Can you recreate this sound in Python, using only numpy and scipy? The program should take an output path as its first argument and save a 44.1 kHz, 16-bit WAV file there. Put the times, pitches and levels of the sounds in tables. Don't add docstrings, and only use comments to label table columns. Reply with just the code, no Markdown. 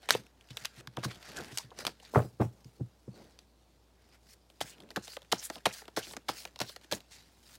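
import sys
import numpy as np
from scipy import signal
from scipy.fft import rfft, irfft
from scipy.io import wavfile
from scipy.ndimage import uniform_filter1d

SR = 44100
rng = np.random.default_rng(int(sys.argv[2]) if len(sys.argv) > 2 else 0)


def dump_mix(stems):
    frames = np.atleast_2d(stems).T
    limited = np.clip(frames, -1, 1)
    pcm = np.round(limited * 32767).astype(np.int16)
    wavfile.write(sys.argv[1], SR, pcm)


def level_to_linear(level):
    exponent = np.asarray(level, float) / 20
    return 10 ** exponent


N = 334278

# freq_hz, level_db
HISS_SPECTRUM = [(50, -32), (85, 1.5), (270, -3.5), (870, -10), (1800, -22.5), (3500, -20), (15800, -31.5),
                 (16300, -49.5)]
HISS_DB, HUM_HZ, HUM_DB = -68.5, 59.2, -67.8

# freq_hz, level_db
CARD_SPECTRUM = [(410, -21.5), (700, -2), (1080, -13), (1470, 2), (3290, -5.5), (4460, 0), (8410, -8.5),
                 (13200, -17), (15900, -16), (16500, -40.5)]
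# freq_hz, level_db
CLOTH_SPECTRUM = [(53, -53), (90, -8), (226, -3.5), (420, -7), (533, -10), (1470, -24), (1870, -29.5),
                  (2780, -32.5), (4000, -43), (5200, -60), (8800, -120)]
# freq_hz, level_db
EDGE_SPECTRUM = [(260, -35), (450, -6), (810, -4.5), (3100, -2.5), (3710, -2.5), (10500, -11), (14400, -14),
                 (16500, -35)]
# freq_hz, level_db, t60_s
TABLE_MODES = [(121, 1, 0.11), (188.2, -6, 0.11), (282.3, 3, 0.047), (486, -6.5, 0.05), (717, -10, 0.04),
               (580, -12, 0.037), (92.9, -8.5, 0.13)]

# fastest_s, rise_s, fade_s, level_db, brightness_db_per_octave
CARD_SLIDES = [(.035, 0.059, 0.23, -57.5, -3.5), (0.102, .015, 0.13, -36.5, -2),
               (0.638, .33, .02, -56.5, -1), (.652, .02, 0.049, -50, -0.4), (.802, 0.24, .03, -56.5, -3),
               (1.027, .2, 0.022, -60, -4.5), (1.049, 0.027, 0.036, -38, 0.5), (1.076, 0.018, 1, -58, -1),
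               (1.386, .5, 0.34, -51.5, -6.5), (1.561, 0.49, 0.035, -52.5, 1),
               (1.585, 0.0092, 0.11, -48, 0.5), (1.8, .075, 0.11, -48, -2.5), (1.873, .07, 0.096, -48.5, 0),
               (2.06, 0.18, .2, -61.5, -1.5), (2.155, .046, 0.19, -49, 6), (2.416, 0.032, 0.13, -56, 5),
               (2.65, 0.73, .9, -74, 4), (3.159, 0.072, .55, -64, 0), (4.151, 0.3, 0.057, -65.5, -3),
               (4.337, .15, 0.024, -58, 5), (5.55, 0.26, 0.063, -58.5, 2), (6.83, 0.13, 0.146, -65, -3.5),
               (7.119, 0.032, 0.4, -58, 0.2), (7.555, 0.31, 0.03, -56.5, 4)]
# fastest_s, rise_s, fade_s, level_db
CLOTH_RUBS = [(.12, 0.078, 0.19, -47.5), (.635, .7, 0.11, -67.5), (.794, 0.086, 0.24, -57),
              (.982, 0.026, 0.037, -39), (1.05, .048, 0.25, -48), (1.395, 0.19, 0.2, -44.5),
              (1.88, 0.29, 0.11, -48.5), (2.159, 0.024, 0.062, -25.5), (2.22, 0.13, 0.097, -39),
              (2.411, 0.017, 0.072, -30.5), (2.52, 0.086, .9, -64.5), (2.81, 0.031, 0.18, -62),
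              (3.169, 0.14, 0.38, -54.5), (4.85, 0.091, 0.21, -55), (4.81, 0.38, 0.071, -59.5),
              (1.52, 0.16, 0.056, -50.5), (5.579, 0.056, 0.027, -51), (6.17, 0.37, 0.079, -58.5),
              (6.477, 0.43, 0.045, -58), (6.68, 0.021, 0.14, -67), (7.579, 0.32, 0.083, -71)]
# start_s, slap_db, sleeve_jolt_db, knock_db, knock_hz
LANDINGS = [
    (4.607, -41, -53, -46, 261),
    (4.962, -40.5, -53, -37, 264),
    (5.32, -30.5, -50.5, -42.5, 214),
    (5.657, -31.5, -50, -35.5, 307),
    (5.967, -30.5, -55, -33.5, 334),
    (6.286, -33, -53, -40.5, 339),
    (6.604, -34.5, -47, -38.5, 233),
    (6.915, -34.5, -43.5, -41, 232),
]
# fastest_s, fade_s, level_db
DRAWS = [
    (4.69, 0.068, -54),
    (5.108, 0.1, -53.5),
    (5.45, 0.056, -49),
    (5.789, 0.06, -52),
    (6.088, 0.096, -53),
    (6.391, 0.11, -51.5),
    (6.702, 0.067, -54),
    (6.949, 0.061, -53.5),
]

# start_s, peak_db, ring_hz, t60_s
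GATHER_SNAPS = [(0.0887, -24, 2470, 0.018), (0.0947, -24.5, 2700, 0.012), (0.1025, -33, 2220, 0.01),
                (0.1067, -4, 3600, 0.004), (0.1085, -20, 3430, 0.008), (0.1497, -29, 2720, 0.012),
                (0.5049, -45.5, 3770, 0.032), (0.5705, -28, 3640, 0.0072), (0.5745, -34, 2400, 0.013),
                (0.6481, -33, 2800, 0.055), (0.6549, -22, 5500, 0.0071), (0.8726, -37, 4540, 0.013),
                (0.9703, -30.5, 3470, 0.0037), (1.0328, -51, 3530, 0.073), (1.0465, -41, 3900, 0.0022),
                (1.0526, -31, 4440, 0.0022), (1.369, -34, 6740, 0.02), (1.574, -24, 6350, 0.017),
                (1.5836, -24, 5900, 0.018), (1.7884, -34.5, 5600, 0.013), (1.851, -27, 2390, 0.011),
                (1.867, -20.5, 3770, 0.018), (1.8756, -31, 4060, 0.013)]
# start_s, peak_db, ring_hz, t60_s
LANDING_SNAPS = [(4.6056, -36, 3900, 0.014), (4.6123, -26.5, 3160, 0.023), (4.9615, -28.5, 3280, 0.0064),
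                 (5.317, -28.5, 4300, 0.012), (5.6545, -31, 4040, 0.01), (5.9638, -33, 4500, 0.015),
                 (4.9668, -26.5, 4750, 0.0073), (5.325, -16, 4700, 0.0067), (5.326, -22, 3920, 0.0038),
                 (5.6556, -19.5, 2850, 0.038), (5.6612, -16.5, 4330, 0.0036), (5.6667, -21, 2410, 0.0034),
                 (5.9729, -27, 4640, 0.0028), (5.9902, -40, 7500, 0.024), (6.284, -40, 4080, 0.012),
                 (6.2888, -27.5, 4030, 0.025), (6.6026, -24, 4260, 0.0049), (6.6147, -26.5, 4100, 0.013),
                 (6.6175, -29.5, 3730, 0.022), (6.913, -40, 3080, 0.015), (6.924, -19.5, 4640, 0.0048),
                 (6.9309, -31.5, 3530, 0.035)]
# start_s, peak_db, ring_hz
SCOOP_EDGES = [
    (1.157, -45.5, 3000),
    (1.2994, -46, 2500),
    (1.318, -42, 2000),
    (1.3636, -39, 2500),
    (1.38, -43, 2500),
    (1.3872, -37, 5000),
    (1.407, -44, 5000),
    (1.4164, -42, 2000),
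    (1.4456, -39, 2500),
    (1.518, -48, 2400),
]
# start_s, snap_db, ring_hz, pop_db
FLICKS = [
    (5.1676, -35, 3120, -35.5),
    (5.5, -30.5, 5200, -32),
    (5.5561, -36, 4550, -47),
    (5.8188, -52, 3020, -44.5),
    (5.8805, -40.5, 3600, -41.5),
    (6.1356, -38, 3070, -41.5),
    (6.167, -30.5, 6300, -37),
    (6.4522, -30.5, 2940, -41),
    (6.762, -36, 4170, -44),
]
# start_s, peak_db, ring_hz
TICKS = [(0.266, -51, 2550), (0.41, -48.5, 2620), (0.488, -51.5, 2830), (0.8008, -46, 3300),
         (0.9665, -47, 4000), (0.995, -50, 3000), (0.988, -46, 2840), (1.116, -42, 3880),
         (1.2273, -43.5, 3250), (1.705, -50, 3580), (1.8047, -50, 3080), (2.05, -46.5, 4200),
         (2.2197, -48, 3360), (2.6452, -49, 5460), (3.3894, -43.5, 4590)]
# start_s, peak_db, ring_hz
CORNER_CATCHES = [(0.808, -48, 2470), (2, -47.5, 2900), (4.5005, -49.5, 3350), (4.7822, -53, 3010),
                  (4.822, -52, 4460), (4.835, -55, 2000), (4.8892, -52, 3000), (4.9132, -46, 2140),
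                  (4.803, -43.5, 3260), (4.905, -38.5, 4470), (5.079, -38.5, 3250), (5.219, -47, 3460),
                  (5.2286, -52, 4000), (5.2477, -56, 2600), (5.582, -45.5, 2640), (5.8545, -48.5, 2700),
                  (6.0696, -42.5, 1700), (6.11, -42.5, 4040), (6.4749, -46.5, 2630), (6.5595, -40, 3550),
                  (6.509, -62, 5000), (6.527, -67, 4460), (6.59, -37, 4600), (6.694, -39.5, 3540),
                  (6.8127, -54, 3000), (6.845, -49, 2010), (7.0045, -46.5, 2940), (7.111, -52, 4580)]

# start_s, peak_db, ring_hz, t60_s
GATHER_POPS = [(0.09, -23, 773, 0.019), (0.107, -30, 1100, 0.018), (0.1511, -21, 456, 0.013),
               (0.6524, -34.5, 1328, 0.0051), (0.8747, -33, 1250, 0.0038), (0.9716, -30, 995, 0.015),
               (0.9781, -33, 398, 0.07), (1.0347, -31, 1250, 0.016), (1.05, -30, 990, 0.015),
               (1.11, -40, 1495, 0.041), (1.7163, -43, 673, 0.049), (1.8064, -39, 1010, 0.013),
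               (1.851, -25, 1210, 0.0078), (1.8674, -28, 597, 0.0035), (1.8775, -29.5, 840, 0.018),
               (2.138, -28, 406, 0.012), (2.1475, -24, 1137, 0.041), (2.1585, -11.5, 550, 0.036),
               (2.1764, -16.5, 568, 0.021), (2.1843, -21.5, 516, 0.018), (2.1909, -27, 717, 0.03),
               (2.2018, -22, 444, 0.0052), (2.4041, -23.5, 486, 0.033), (2.4138, -27, 550, 0.041),
               (2.4199, -20.5, 555, 0.018), (1.79, -37.5, 510, 0.015), (2.1565, -25, 1670, 0.017),
               (2.1755, -41, 1405, 0.02), (2.1915, -39, 1300, 0.012), (2.202, -40, 1370, 0.017),
               (2.2515, -51, 506, 0.03), (2.4035, -45, 1250, 0.02), (2.4145, -39, 1267, 0.03),
               (2.421, -44.5, 1290, 0.033), (2.44, -52, 910, 0.019), (2.8, -49.5, 460, 0.023),
               (3.081, -50, 450, 0.02)]
# start_s, peak_db, ring_hz, t60_s
LANDING_POPS = [(4.6119, -23.5, 725, 0.009), (4.96, -26, 1290, 0.017), (4.9713, -25, 613, 0.028),
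                (5.3299, -15.5, 710, 0.014), (5.6572, -17.5, 917, 0.029), (5.6644, -22.5, 720, 0.03),
                (5.9736, -22.5, 502, 0.034), (6.2912, -20.5, 804, 0.016), (6.2975, -25.5, 493, 0.006),
                (6.6128, -27.5, 760, 0.034), (6.9235, -26, 480, 0.04), (5.326, -26, 488, 0.03),
                (5.666, -24.5, 486, 0.04), (5.971, -28.5, 1520, 0.023), (5.979, -28.5, 403, 0.035),
                (6.607, -33, 480, 0.035), (4.612, -38.5, 1540, 0.012), (5.6585, -25, 1590, 0.0098),
                (4.968, -32, 1580, 0.022), (5.521, -49, 603, 0.02), (5.563, -41.5, 520, 0.033),
                (4.976, -35.5, 231, 0.044), (5.335, -31, 240, 0.046), (6.173, -41, 200, 0.049)]
# loudest_s, length_s, level_db, band_hz, width_hz
SCRAPES = [(0.123, 0.035, -38.5, 6700, 2500), (0.134, 0.0085, -43, 2200, 500),
           (0.14, 0.013, -36, 2670, 400), (0.143, 0.012, -38.5, 3600, 400),
           (0.509, 0.026, -54.5, 3000, 2500), (0.586, .08, -60, 6000, 4000),
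           (1.037, .016, -43.5, 2980, 3000), (1.114, 0.031, -49.5, 2500, 2500),
           (1.285, 0.085, -55.5, 4900, 2500), (1.383, 0.04, -45.5, 1570, 400),
           (1.373, 0.026, -51, 6500, 4000), (1.51, .06, -59, 1890, 500), (1.602, 0.03, -51.5, 890, 200),
           (1.602, 0.055, -56.5, 6030, 3470), (2.033, 0.024, -61, 5960, 3000),
           (2.033, 0.015, -55.5, 700, 200), (2.058, 0.031, -58, 4230, 1500), (2.034, 0.28, -72, 4040, 600),
           (4.625, 0.021, -43.5, 5430, 4000), (4.696, 0.033, -58, 7500, 2000),
           (4.683, 0.029, -60, 2980, 500), (4.738, 0.037, -59, 2800, 600),
           (5.048, 0.047, -51.5, 6000, 3000), (5.123, 0.062, -51.5, 4760, 700),
           (5.394, 0.03, -42.5, 5870, 1500), (5.452, 0.037, -40, 8950, 4030),
           (5.713, .025, -49.5, 2200, 900), (5.736, 0.029, -45.5, 5500, 4500), (5.79, .06, -65, 5000, 2500),
           (5.993, .012, -45.5, 10000, 4000), (6.041, 0.048, -48, 4030, 2550),
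           (6.032, .03, -52.5, 2900, 400), (6.128, 0.03, -53, 8000, 4000), (6.306, 0.023, -51, 2500, 2500),
           (6.396, 0.037, -53, 4400, 606), (6.389, 0.083, -61, 7000, 2500), (6.689, 0.041, -51, 4200, 1500),
           (6.842, 0.043, -70, 5500, 4000), (6.947, 0.039, -45.5, 6500, 5000),
           (7.137, 0.072, -58, 4940, 4050)]
# start_s, peak_db, pitch_hz (set by contact size)
KNOCKS = [(0.1474, -42, 330), (0.51, -45.5, 120), (0.878, -48, 128), (0.9788, -36.5, 174),
          (1.0593, -32.5, 170), (1.5283, -47, 127), (1.6463, -49, 121), (2.17, -18, 120),
          (2.2517, -39.5, 146), (2.402, -27, 310), (2.411, -23.5, 152), (2.4539, -33.5, 126.5),
          (2.6581, -47, 121), (2.8, -47, 214.3), (2.8114, -29.5, 120.1), (3.0828, -41, 174),
          (3.081, -47, 329), (2.335, -56, 130), (0.19, -52, 200), (0.78, -53, 140), (0.62, -55.5, 140)]

STROKE_DB = 30
APPROACH_RISE_S, APPROACH_DB, APPROACH_TILT_DB = 0.43, -73.5, 1.6
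SLAP_RISE_S, SLAP_FADE_S, SLAP_TILT_DB = 0.003, 0.054, -1.5
DRAW_RISE_S, DRAW_START_TILT_DB, DRAW_TOP_TILT_DB = 0.13, -2.1, 4.0
LINGER_DB, LINGER_FADE_S, LINGER_TILT_DB = -11.5, 0.39, -2
JOLT_DELAY_S, JOLT_RISE_S, JOLT_FADE_S = 0.025, 0.015, 0.072
CARD_REST_DB, CLOTH_REST_DB, FLUTTER_DB = -80.5, -80.5, 1.1
FLAP_HZ, FLAP_OCTAVES_PER_DB, FLAP_WIDTH_OCTAVES, FLAP_DB = 3600, 2, 1, 4.5
FLICK_T60_S, REBOUND_S, REBOUND_DB = 0.0079, 0.0035, -12.5
FLICK_POP_DELAY_S, FLICK_POP_HZ, FLICK_POP_T60_S = 0.0013, 635, 0.022
PALM_DELAY_S, PALM_HZ, PALM_DB = 0.00304, 470, -3
FACE_HZ, FACE_DB = 1636, -2.5
CATCH_POP_DB, CRACK_RISE_S, POP_TOP_HZ = -7, 0.00012, 2330
KNOCK_DELAY_S, BODY_FROM_HZ = 0.00745, 75


def evened(x):
    return x / np.sqrt(np.mean(x ** 2) + 1e-20)


def read(points, hz):
    point_hz, value = np.transpose(points)
    return np.interp(np.log(hz + 1), np.log(point_hz + 1), value)


def add(mix, start_s, sound):
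    part = mix[max(round(start_s * SR), 0):][:len(sound)]
    part += sound[:len(part)]


def drift(hz):
    return evened(signal.lfilter(*signal.butter(2, hz, fs=SR), rng.standard_normal(N)))


def causal(points):
    log_gain = np.log(level_to_linear(read(points, abs(np.fft.fftfreq(4096, 1 / SR)))))
    phase = signal.hilbert(log_gain).imag
    taps = np.fft.ifft(np.exp(log_gain - 1j * phase)).real[:1024]
    return taps / np.linalg.norm(taps)


def resonate(x, hz, width_hz):
    return signal.lfilter(*signal.iirpeak(np.clip(hz, 50, 15000), max(hz / width_hz, .3), fs=SR), x)


def noise(points, patchy_db, tilt_db=0., comb_db=0., flap_db=0.):
    frames = N // 128 + 5
    hz = np.fft.rfftfreq(512, 1 / SR)[:, None]
    real, imag, patches = rng.standard_normal((frames, 257, 3)).T
    patches = uniform_filter1d(patches, size=5, axis=0)
    patches = evened(uniform_filter1d(patches, size=18, axis=1))
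    t = np.arange(frames) * 128
    bright = np.interp(t, np.arange(N), tilt_db * np.ones(N))
    flap_octaves = np.log2((hz + 1) / FLAP_HZ) - FLAP_OCTAVES_PER_DB * bright
    flap = np.exp(-(flap_octaves / FLAP_WIDTH_OCTAVES) ** 2)
    tilt = bright * np.log2((hz + 100) / 5000) + flap_db * flap
    gap_s = 0.00013 * level_to_linear(2.0 * drift(5.8)[np.minimum(t, N - 1)])
    comb = comb_db * np.cos(2 * np.pi * hz * gap_s)
    shape = level_to_linear(read(points, hz) + tilt + comb)
    shape = shape / np.sqrt((shape ** 2).mean(0)) * level_to_linear(patchy_db * patches)
    return evened(signal.istft((real + 1j * imag) * shape, nperseg=512, noverlap=384)[1][:N])


def stroke(top_s, rise_s, fade_s, db, order=1):
    t = np.arange(N * 1000 // SR + 1) / 1000 - top_s
    return level_to_linear(db - STROKE_DB * np.maximum(-t / rise_s, t / fade_s) ** order) ** 2


def fine(x):
    return np.interp(np.arange(N) / SR, np.arange(len(x)) / 1000, x)


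def floor():
    hz = np.fft.rfftfreq(N, 1 / SR)
    hiss = irfft(rfft(rng.standard_normal(N)) * level_to_linear(read(HISS_SPECTRUM, hz)), N)
    phase = 2 * np.pi * np.cumsum(HUM_HZ + .7 * drift(4.0)) / SR
    hum = np.sin(phase) * level_to_linear(HUM_DB + 3 + .8 * drift(5.0))
    return level_to_linear(HISS_DB) * evened(hiss) + hum


def card_motion():
    parts = [(stroke(*row[:4]), row[4]) for row in CARD_SLIDES]
    t = np.arange(len(parts[0][0])) / 1000
    for (s, slap_db, *_), (top_s, fade_s, db) in zip(LANDINGS, DRAWS):
        approach = stroke(s, APPROACH_RISE_S, SLAP_RISE_S, APPROACH_DB)
        slap = stroke(s, SLAP_RISE_S, SLAP_FADE_S, slap_db)
        draw = stroke(top_s, DRAW_RISE_S, fade_s, db, order=2) * (t > s)
        draw_tilt = np.interp(t, [s, top_s], [DRAW_START_TILT_DB, DRAW_TOP_TILT_DB])
        linger = stroke(top_s, SLAP_RISE_S, LINGER_FADE_S, db + LINGER_DB)
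        parts += [(approach, APPROACH_TILT_DB), (slap, SLAP_TILT_DB)]
        parts += [(draw, draw_tilt), (linger, LINGER_TILT_DB)]
    power = sum(p for p, _ in parts) + level_to_linear(CARD_REST_DB) ** 2
    tilt_db = sum(p * tilt for p, tilt in parts) / power
    return fine(np.sqrt(power)), fine(tilt_db)


def cloth_motion():
    jolts = [(s + JOLT_DELAY_S, JOLT_RISE_S, JOLT_FADE_S, db) for s, _, db, *_ in LANDINGS]
    power = sum(stroke(*row) for row in CLOTH_RUBS + jolts)
    return fine(np.sqrt(power + level_to_linear(CLOTH_REST_DB) ** 2))


def slides():
    gain, tilt_db = card_motion()
    gain = gain * level_to_linear(FLUTTER_DB * drift(18.0))
    catch_db = 1.4 * drift(40.0) + 1.8 * drift(300.0)
    hiss = noise(CARD_SPECTRUM, 3.2, tilt_db, comb_db=-0.5, flap_db=FLAP_DB) * level_to_linear(catch_db)
    trip_gain = level_to_linear(3.5 * np.minimum(rng.exponential(1, N), 1.6))
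    trips = (rng.random(N) < 300 / SR) * trip_gain
    spent = signal.lfilter([1], [1, -np.exp(-1 / (.0012 * SR))], trips) * rng.standard_normal(N)
    crackle = signal.oaconvolve(spent, causal(EDGE_SPECTRUM))[:N]
    card = (hiss + level_to_linear(-2.5) * crackle) * gain
    cloth = noise(CLOTH_SPECTRUM, 2.5) * cloth_motion() * level_to_linear(1.6 * drift(30.0))
    return card + cloth


def edges():
    small = [(*row, .007) for row in SCOOP_EDGES]
    small += [(*row[:3], FLICK_T60_S) for row in FLICKS]
    small += [(*row, .012) for row in TICKS + CORNER_CATCHES]
    chance = rng.random((len(small), 3))
    again = [(s + REBOUND_S * (.5 + a), db + REBOUND_DB * (.5 + b), hz * (.5 + c), t60)
             for (s, db, hz, t60), (a, b, c) in zip(small, chance)]
    return GATHER_SNAPS + LANDING_SNAPS + small + again


def snaps():
    out, t = np.zeros(N), np.arange(3000) / SR
    rows = edges()
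    edge = causal(EDGE_SPECTRUM)
    for (s, db, hz, t60), fizz in zip(rows, rng.standard_normal((len(rows), len(t)))):
        crack = fizz * (1 - np.exp(-t / CRACK_RISE_S)) + 2.2 * (t == 0)
        burst = crack * level_to_linear(-60 * t / max(t60, .003))
        ringing = burst + 2.2 * resonate(burst, hz, .35 * hz)
        sound = signal.fftconvolve(ringing, edge)[:len(t)]
        peak = np.sqrt(uniform_filter1d(sound ** 2, size=36).max())
        add(out, s + .0001, level_to_linear(db - 2.0) * sound / peak)
    return out


def pops():
    out, t = np.zeros(N), np.arange(4000) / SR
    rows = GATHER_POPS + LANDING_POPS
    for s, _, _, db in FLICKS:
        rows = rows + [(s + FLICK_POP_DELAY_S, db, FLICK_POP_HZ, FLICK_POP_T60_S),
                       (s + PALM_DELAY_S, db + PALM_DB, PALM_HZ, FLICK_POP_T60_S),
                       (s, db + FACE_DB, FACE_HZ, FLICK_POP_T60_S)]
    rows = rows + [(s + FLICK_POP_DELAY_S, db + CATCH_POP_DB, hz / 5.72, FLICK_POP_T60_S)
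                   for s, db, hz in CORNER_CATCHES]
    for (s, db, hz, t60), puff in zip(rows, rng.standard_normal((len(rows), len(t)))):
        swell = (1 - np.exp(-t / 0.001)) * level_to_linear(-60 * t / max(t60, .006))
        phase = 2 * np.pi * hz * np.cumsum(0.85 + .8 * np.exp(-t / .002)) / SR
        rough = resonate(resonate(puff, hz, .9 * hz), hz, 1.2 * hz)
        sound = swell * (np.sin(phase) + evened(rough))
        sound = signal.lfilter(*signal.butter(6, min(2.6 * hz, POP_TOP_HZ), fs=SR), sound)
        add(out, s - .0006, level_to_linear(db + 1.0) * sound / abs(sound).max())
    return out


def scrapes():
    out = np.zeros(N)
    chance = rng.standard_normal((len(SCRAPES), 2, 20000))
    for (s, length_s, db, hz, width_hz), (fizz, grit) in zip(SCRAPES, chance):
        count = min(int(1.6 * length_s * SR), 20000)
        t = np.arange(count) / SR / (.8 * length_s) - 1
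        grit_db = 3.0 * evened(uniform_filter1d(grit, size=60))[:count]
        drive = fizz[:count] * level_to_linear(grit_db)
        band = resonate(resonate(drive, hz, 1.5 * width_hz), hz, 1.5 * width_hz)
        add(out, s - .8 * length_s, level_to_linear(db - STROKE_DB * t ** 2) * evened(band))
    return out


def knocks():
    out, t = np.zeros(N), np.arange(9000) / SR
    turn = 2 * np.pi * np.cumsum(1 + .6 * np.exp(-t / .003)) / SR
    rows = KNOCKS + [(s + KNOCK_DELAY_S, db, hz) for s, *_, db, hz in LANDINGS]
    for (s, db, spot_hz), spot in zip(rows, rng.standard_normal((len(rows), len(TABLE_MODES)))):
        sound = np.zeros(len(t))
        for (hz, mode_db, t60), chance in zip(TABLE_MODES, spot):
            off_db = 9.0 * abs(np.log2(hz / spot_hz))
            decay = level_to_linear(mode_db + 2.0 * chance - off_db - 60 * t / t60)
            sound += decay * np.sin(hz * (1 + .012 * chance) * turn)
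        sound *= 1 - np.exp(-t / 0.0022)
        add(out, s - .003, level_to_linear(db + 6.0) * sound / abs(sound).max())
    return out


def room(x):
    hz, t, z = signal.stft(rng.standard_normal(SR // 3), SR, nperseg=128)
    t60 = read([(300, 0.21), (12000, 0.14)], hz)[:, None]
    tail = signal.istft(z * level_to_linear(-60 * t / t60), SR, nperseg=128)[1]
    tail[:150] = 0
    return signal.fftconvolve(x, tail / np.linalg.norm(tail))[:N]


def scene():
    body = signal.butter(2, BODY_FROM_HZ, "high", fs=SR, output="sos")
    blows = signal.sosfilt(body, pops() + knocks())
    near = slides() + snaps() + blows + scrapes()
    return (near + level_to_linear(-20.5) * room(near) + floor())[None]


def roll_off(x):
    return signal.sosfilt(signal.butter(12, 17000, fs=SR, output="sos"), x)


def record(dry):
    mix = signal.sosfilt(signal.butter(3, 45, "high", fs=SR, output="sos"), dry)
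    mix = .9 * np.tanh(mix / .9)
    lowpass = signal.firwin(255, 16400, window=("kaiser", 9), fs=SR)
    mix = signal.oaconvolve(mix, lowpass[None], "same")
    return roll_off(mix)


dry = scene()
out = record(dry)
dump_mix(out)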